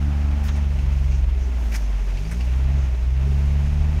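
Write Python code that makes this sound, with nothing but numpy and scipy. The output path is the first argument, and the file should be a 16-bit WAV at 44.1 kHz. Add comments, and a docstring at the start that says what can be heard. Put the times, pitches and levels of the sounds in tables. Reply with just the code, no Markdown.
"""Muddy track, inside the cab

The microphone rides in an off-road vehicle at a crawl. Close up, the engine booms through the body,
sags almost to idle and picks up again, over machinery noise and a humming cab resonance.
From outside and below come wet tyre hiss, grit and, at first, a wash of churned water.
The ruts bring short splashes, a knock, brief high swishes and a few clinks of loose metal."""
import sys
import numpy as np
from scipy import signal
from scipy.fft import rfft, irfft
from scipy.io import wavfile

SR = 44100
rng = np.random.default_rng(int(sys.argv[2]) if len(sys.argv) > 2 else 0)


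def to_wav(sig):
    """Store sig (one row per channel, or 1-D mono) as 16-bit WAV at the path in sys.argv[1].

    Samples outside -1..1 are clipped; the rate is SR.
    """
    pcm = np.clip(np.atleast_2d(sig), -1, 1) * 32767
    pcm = np.round(pcm).astype(np.int16)
    wavfile.write(sys.argv[1], SR, pcm.T)  # frames by channels


N = 176400
TIME, FREQS = np.arange(N) / SR, np.fft.rfftfreq(N, 1 / SR)


def amp(db):
    """Decibels to gain."""
    return 10 ** (np.asarray(db) / 20)


def unit(x):
    """Scales to rms 1."""
    return x / np.sqrt(np.mean(x ** 2) + 1e-20)


def curve(rows, column=1):
    """One column of a time table, joined by straight lines."""
    rows = np.array(rows)
    return np.interp(TIME, rows[:, 0], rows[:, column])


def response(spectrum, hz):
    """Gain of a spectrum at the given frequencies."""
    f, db = np.transpose(spectrum)
    return amp(np.interp(np.log(hz + 1), np.log(f), db))


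def colour(x, spectrum):
    """Filters x by a spectrum and scales it to rms 1."""
    return unit(irfft(rfft(x) * response(spectrum, FREQS), N))


def noise():
    """White noise."""
    return rng.standard_normal(N)


def drift(rate_hz):
    """Smooth random motion of rms 1."""
    return unit(irfft(rfft(noise()) * np.exp(-(FREQS / rate_hz) ** 2) * (FREQS > 0), N))


# Engine boom at the microphone: t/s, firing rate f/Hz, level/dB of harmonics 1, 2 and 3
FIRING = [(0, 72, -19.5, -30, -35), (.3, 71.37, -20, -36, -38), (.52, 72.36, -20.5, -35.5, -37),
          (.77, 69.73, -20, -32, -42.5), (1.12, 67.85, -19.5, -30.5, -47), (1.47, 63.4, -20.5, -49, -52.5),
          (1.8, 51.98, -21, -65, -54), (2.02, 46.22, -21.5, -60, -45), (2.16, 45.2, -22.5, -34, -40.5),
          (2.26, 53, -26, -38, -33), (2.38, 60.65, -21.5, -41.5, -36), (2.5, 62.3, -19, -35, -46),
          (2.75, 69.45, -17.5, -27, -40.5), (2.97, 60.3, -21.5, -42.5, -60), (3.1, 62.8, -18.5, -33, -67),
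          (3.27, 69.3, -19, -27.5, -40), (3.55, 70.42, -18.5, -27, -39), (4, 75.7, -19, -30, -40)]
# Cab response to harmonics 4 and up: f/Hz, level/dB
CAB_RESPONSE = [(185, -64.5), (228, -44.5), (250, -49.5), (270, -68), (288, -48.5), (308, -62),
                (405, -53.5), (600, -65)]
# Those harmonics fade as the engine labours near idle and bite as it picks up: t/s, gain/dB
BITE = [(0, 0), (1.7, 1), (2.1, -10), (2.3, 4.5), (2.55, -10)]
# Lines from uneven cylinders: multiple of the firing rate, level/dB against harmonic 1
UNEVEN_LINES = [(4 / 3, -22.5), (7 / 3, -33)]
# Low shake of the body: t/s, level/dB at 2/3 of the firing rate, level/dB at half of it
BODY_SHAKE = [(0, -35, -38), (.17, -38, -47), (.35, -26, -44), (.55, -32, -46), (.85, -23.5, -48),
              (1.33, -23.5, -48), (1.55, -39, -48), (2.4, -38, -46), (2.6, -34, -37), (4, -31, -33)]
def engine():
    """Firing pulses boom in the cab; uneven cylinders and body shake beat against them."""
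    steady_db, loose_db, fall_db_per_harmonic = .55, 3, 3.5
    firing_hz = curve(FIRING)
    cycles = np.cumsum(firing_hz) / SR + .005 * drift(rate_hz=72)  # slight timing jitter

    def tone(multiple, db, wobble_db):
        """A multiple of the firing rate with a wavering level."""
        peak = np.sqrt(2) * amp(db + wobble_db * drift(rate_hz=6.9))
        return peak * np.cos(2 * np.pi * multiple * cycles)

    boom = sum(tone(k, curve(FIRING, column=k + 1), steady_db) for k in range(1, 4))
    upper = sum(response(CAB_RESPONSE, k * firing_hz) * tone(k, -fall_db_per_harmonic * (k - 4), loose_db)
                for k in range(4, 13))
    uneven = sum(tone(k, curve(FIRING, column=2) + db, loose_db) for k, db in UNEVEN_LINES)
    shake = tone(2 / 3, curve(BODY_SHAKE), steady_db)
    shake += tone(1 / 2, curve(BODY_SHAKE, column=2), loose_db)
    return boom + amp(curve(BITE)) * upper + uneven + shake


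# Machinery noise in the cab: f/Hz, relative level/dB
MACHINE_SPECTRUM = [(20, -5.5), (32, 18), (60, 9), (110, 3.5), (180, 3), (340, -6), (510, -11), (615, -5.5),
                    (740, -9.7), (850, -8), (980, -11.5), (1200, -14.5), (1900, -15), (2600, -14.5),
                    (3050, -19.5), (4000, -26.5), (7000, -40), (16000, -67)]
# Its strength along the track: t/s, level/dB
MACHINE_LEVEL = [(0, -35), (.5, -34.5), (.9, -34.5), (1.3, -36), (1.65, -35.5), (2.5, -34.5), (2.8, -34),
                 (3.1, -37), (3.3, -34), (4, -33.5)]
def machinery():
    """Noise of engine and drive in the cab's resonances, with a slight flutter."""
    drive = noise() * amp(1.1 * drift(rate_hz=28))
    return amp(curve(MACHINE_LEVEL)) * colour(drive, MACHINE_SPECTRUM)


# Wet tyres, heard from inside: f/Hz, relative level/dB
HISS_SPECTRUM = [(20, -27), (2000, 2), (4300, -0.5), (5400, 3), (6500, 2.5), (7600, -6), (8800, -7),
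                 (16000, -15)]
# Their hiss along the track: t/s, level/dB
HISS_LEVEL = [(0, -54), (1.05, -53.5), (1.3, -57), (1.65, -51.5), (2, -52.5), (2.35, -50), (2.55, -53),
              (3.15, -56), (3.35, -52), (4, -53.5)]
# Grit on the body: f/Hz, relative level/dB
GRIT_SPECTRUM = [(100, -35), (700, -3), (2500, 7.5), (6000, -11), (16000, -22)]
def tyres():
    """Wet hiss from below the cab, with small ticks of mud and grit against the body."""
    ticks_per_s, tick_s, grit_db = 160, .002, -56.5
    hiss = colour(noise(), HISS_SPECTRUM) * amp(curve(HISS_LEVEL) + .7 * drift(rate_hz=20))
    hits = (rng.random(N) < ticks_per_s / SR).astype(float)
    ticks = signal.lfilter([1], [1, -np.exp(-1 / (tick_s * SR))], hits) * noise()
    return hiss + amp(grit_db) * colour(ticks, GRIT_SPECTRUM)


# Water under the wheels: f/Hz, relative level/dB
WASH_SPECTRUM = [(300, -37), (800, 9.5), (950, -1), (1350, 2.5), (1900, -5), (4000, -20), (16000, -54)]
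# It drops away early: t/s, level/dB
WASH_LEVEL = [(.5, -48), (.7, -73)]
def wash():
    """Water churned by the wheels."""
    return amp(curve(WASH_LEVEL)) * colour(noise(), WASH_SPECTRUM)


def burst(start, length, rise_s=.0057, fall_s=.0096):
    """Envelope of a splash or knock: a quick rise, then a decay from `length` seconds after the start."""
    t = TIME - start
    return np.clip(t / rise_s, 0, 1) * np.exp(-np.clip((t - length) / fall_s, 0, 20))


# Splashes in the ruts: start t/s, length/s, level/dB of slap, gush and spray, spray centre f/Hz
RUT_SPLASHES = [(0.434, 0.05, -50, -50, -54, 13000), (0.552, 0.019, -51.5, -59, -59, 8950),
                (1.58, .25, -69, -65, -65, 12000), (1.715, 0.025, -44.5, -49, -55, 12000),
                (1.739, 0.019, -36.5, -40, -52, 9200), (1.753, 0.0099, -63, -42.5, -50, 11500),
                (2.309, .014, -38.5, -50, -49, 8200)]
# Slap on the panels: f/Hz, relative level/dB
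SLAP_SPECTRUM = [(100, -34), (1050, -10), (1400, -2), (1800, 1), (2400, -2.5), (2900, -12), (5000, -30),
                 (16000, -60)]
# The brighter gush: f/Hz, relative level/dB
GUSH_SPECTRUM = [(100, -50), (2000, -20), (3400, 1), (4300, 3.5), (5200, 9.5), (6300, 9.5), (7300, 2.5),
                 (16000, -15)]
def splashes():
    """Water just outside the cab: grainy bursts, each a slap on the panels, a gush and fine spray."""
    grain_db, spray_octaves = 3, .39
    slap, gush, drops = (noise() * amp(grain_db * drift(rate_hz=1700)) for _ in range(3))
    slap, gush = colour(slap, SLAP_SPECTRUM), colour(gush, GUSH_SPECTRUM)
    out = np.zeros(N)
    for start, length, slap_db, gush_db, spray_db, spray_hz in RUT_SPLASHES:
        band = 1 / (1 + (np.log2((FREQS + 1) / spray_hz) / spray_octaves) ** 2)
        spray = unit(irfft(rfft(drops) * band, N))
        out += burst(start, length) * (amp(slap_db) * slap + amp(gush_db) * gush + amp(spray_db) * spray)
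    return out


# The knock, heard from within the body: f/Hz, relative level/dB
KNOCK_SPECTRUM = [(500, -20), (1250, 0), (2100, -9), (3500, -1), (4600, -14), (6400, -11), (9000, -32)]
def knock():
    """A jolt knocks the body: a hollow rap with a crack above it."""
    return amp(-37) * burst(start=.481, length=.012) * colour(noise(), KNOCK_SPECTRUM)


# High swishes: middle t/s, length/s, level/dB
SWISH_SWELLS = [(.54, 0.073, -53.5), (1.145, 0.072, -52.5), (1.432, .06, -56.5), (1.84, 0.074, -56),
                (2.82, 0.1, -57)]
# Their narrow band: f/Hz, relative level/dB
SWISH_SPECTRUM = [(100, -54), (4800, -19), (5800, -8), (6450, -6), (7000, -15), (7800, -22), (16000, -60)]
def swishes():
    """A narrow high hiss swells and fades as the vehicle rocks."""
    swells = sum(amp(db) * np.exp(-2 * ((TIME - middle) / length) ** 2)
                 for middle, length, db in SWISH_SWELLS)
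    return swells * colour(noise(), SWISH_SPECTRUM)


# Blows on loose metal: t/s, clatter level/dB, ring level/dB
METAL_BLOWS = [(.787, -41, -56), (1.119, -41, -58), (1.72, -41, -42), (2.17, -35.5, -44.5),
               (2.249, -49, -42.5), (2.407, -35.5, -45)]
# The clatter: f/Hz, relative level/dB
CLATTER_SPECTRUM = [(1300, -26), (2050, -11), (2400, 0), (2700, -1.5), (3500, -19), (4600, -13),
                    (12000, -38)]
# Modes of the ring: f/Hz, relative level/dB, t60/s
METAL_MODES = [(2330, 0, .1), (4667, -2.5, .08)]
def clinks():
    """Loose metal clatters for an instant; a clean blow leaves it ringing."""
    rise_s, fall_s = .002, .012
    out, rattle = np.zeros(N), colour(noise(), CLATTER_SPECTRUM)
    for start, clatter_db, ring_db in METAL_BLOWS:
        t = np.maximum(TIME - start, 0)
        clatter = np.exp(-t / fall_s) * rattle
        ring = sum(amp(db - 60 * t / t60) * np.sin(2 * np.pi * hz * t) for hz, db, t60 in METAL_MODES)
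        out += np.minimum(t / rise_s, 1) * (amp(clatter_db) * clatter + amp(ring_db) * ring)
    return out


# Hum around the microphone, swelling as the load shifts: t/s, level/dB
HUM_LEVEL = [(1.25, -62), (1.47, -48), (1.8, -63.5), (2.12, -51.5), (2.3, -52.5), (3, -55.5), (3.3, -44.5),
             (3.55, -55.5), (4, -58)]
def cab_hum():
    """Vibration keeps one narrow cab resonance ringing."""
    centre_hz, half_width_hz = 402, 27
    resonance = 1 / (1 + ((FREQS - centre_hz) / half_width_hz) ** 4)
    return amp(curve(HUM_LEVEL)) * unit(irfft(rfft(noise()) * resonance, N))


def scene():
    """Everything as it reaches one microphone in the cab."""
    vehicle = engine() + machinery() + cab_hum()
    track = tyres() + wash() + splashes() + knock() + clinks() + swishes()
    return (vehicle + track)[None]


def record(dry):
    """The microphone sheds the deepest rumble; soft ends, then the band limit."""
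    low_cut_hz, top_hz, fade_s = 21, 15700, .004
    low_cut = signal.butter(3, low_cut_hz, "highpass", fs=SR, output="sos")
    thinned = signal.sosfiltfilt(low_cut, dry, padtype="even", padlen=SR // 4)
    ends = np.clip(np.minimum(TIME, TIME[::-1]) / fade_s, 0, 1)
    band_limit = signal.firwin(1023, top_hz, window=("kaiser", 9), fs=SR)
    return signal.oaconvolve(thinned * ends, band_limit[None], "same")


dry = scene()
out = record(dry)
to_wav(out)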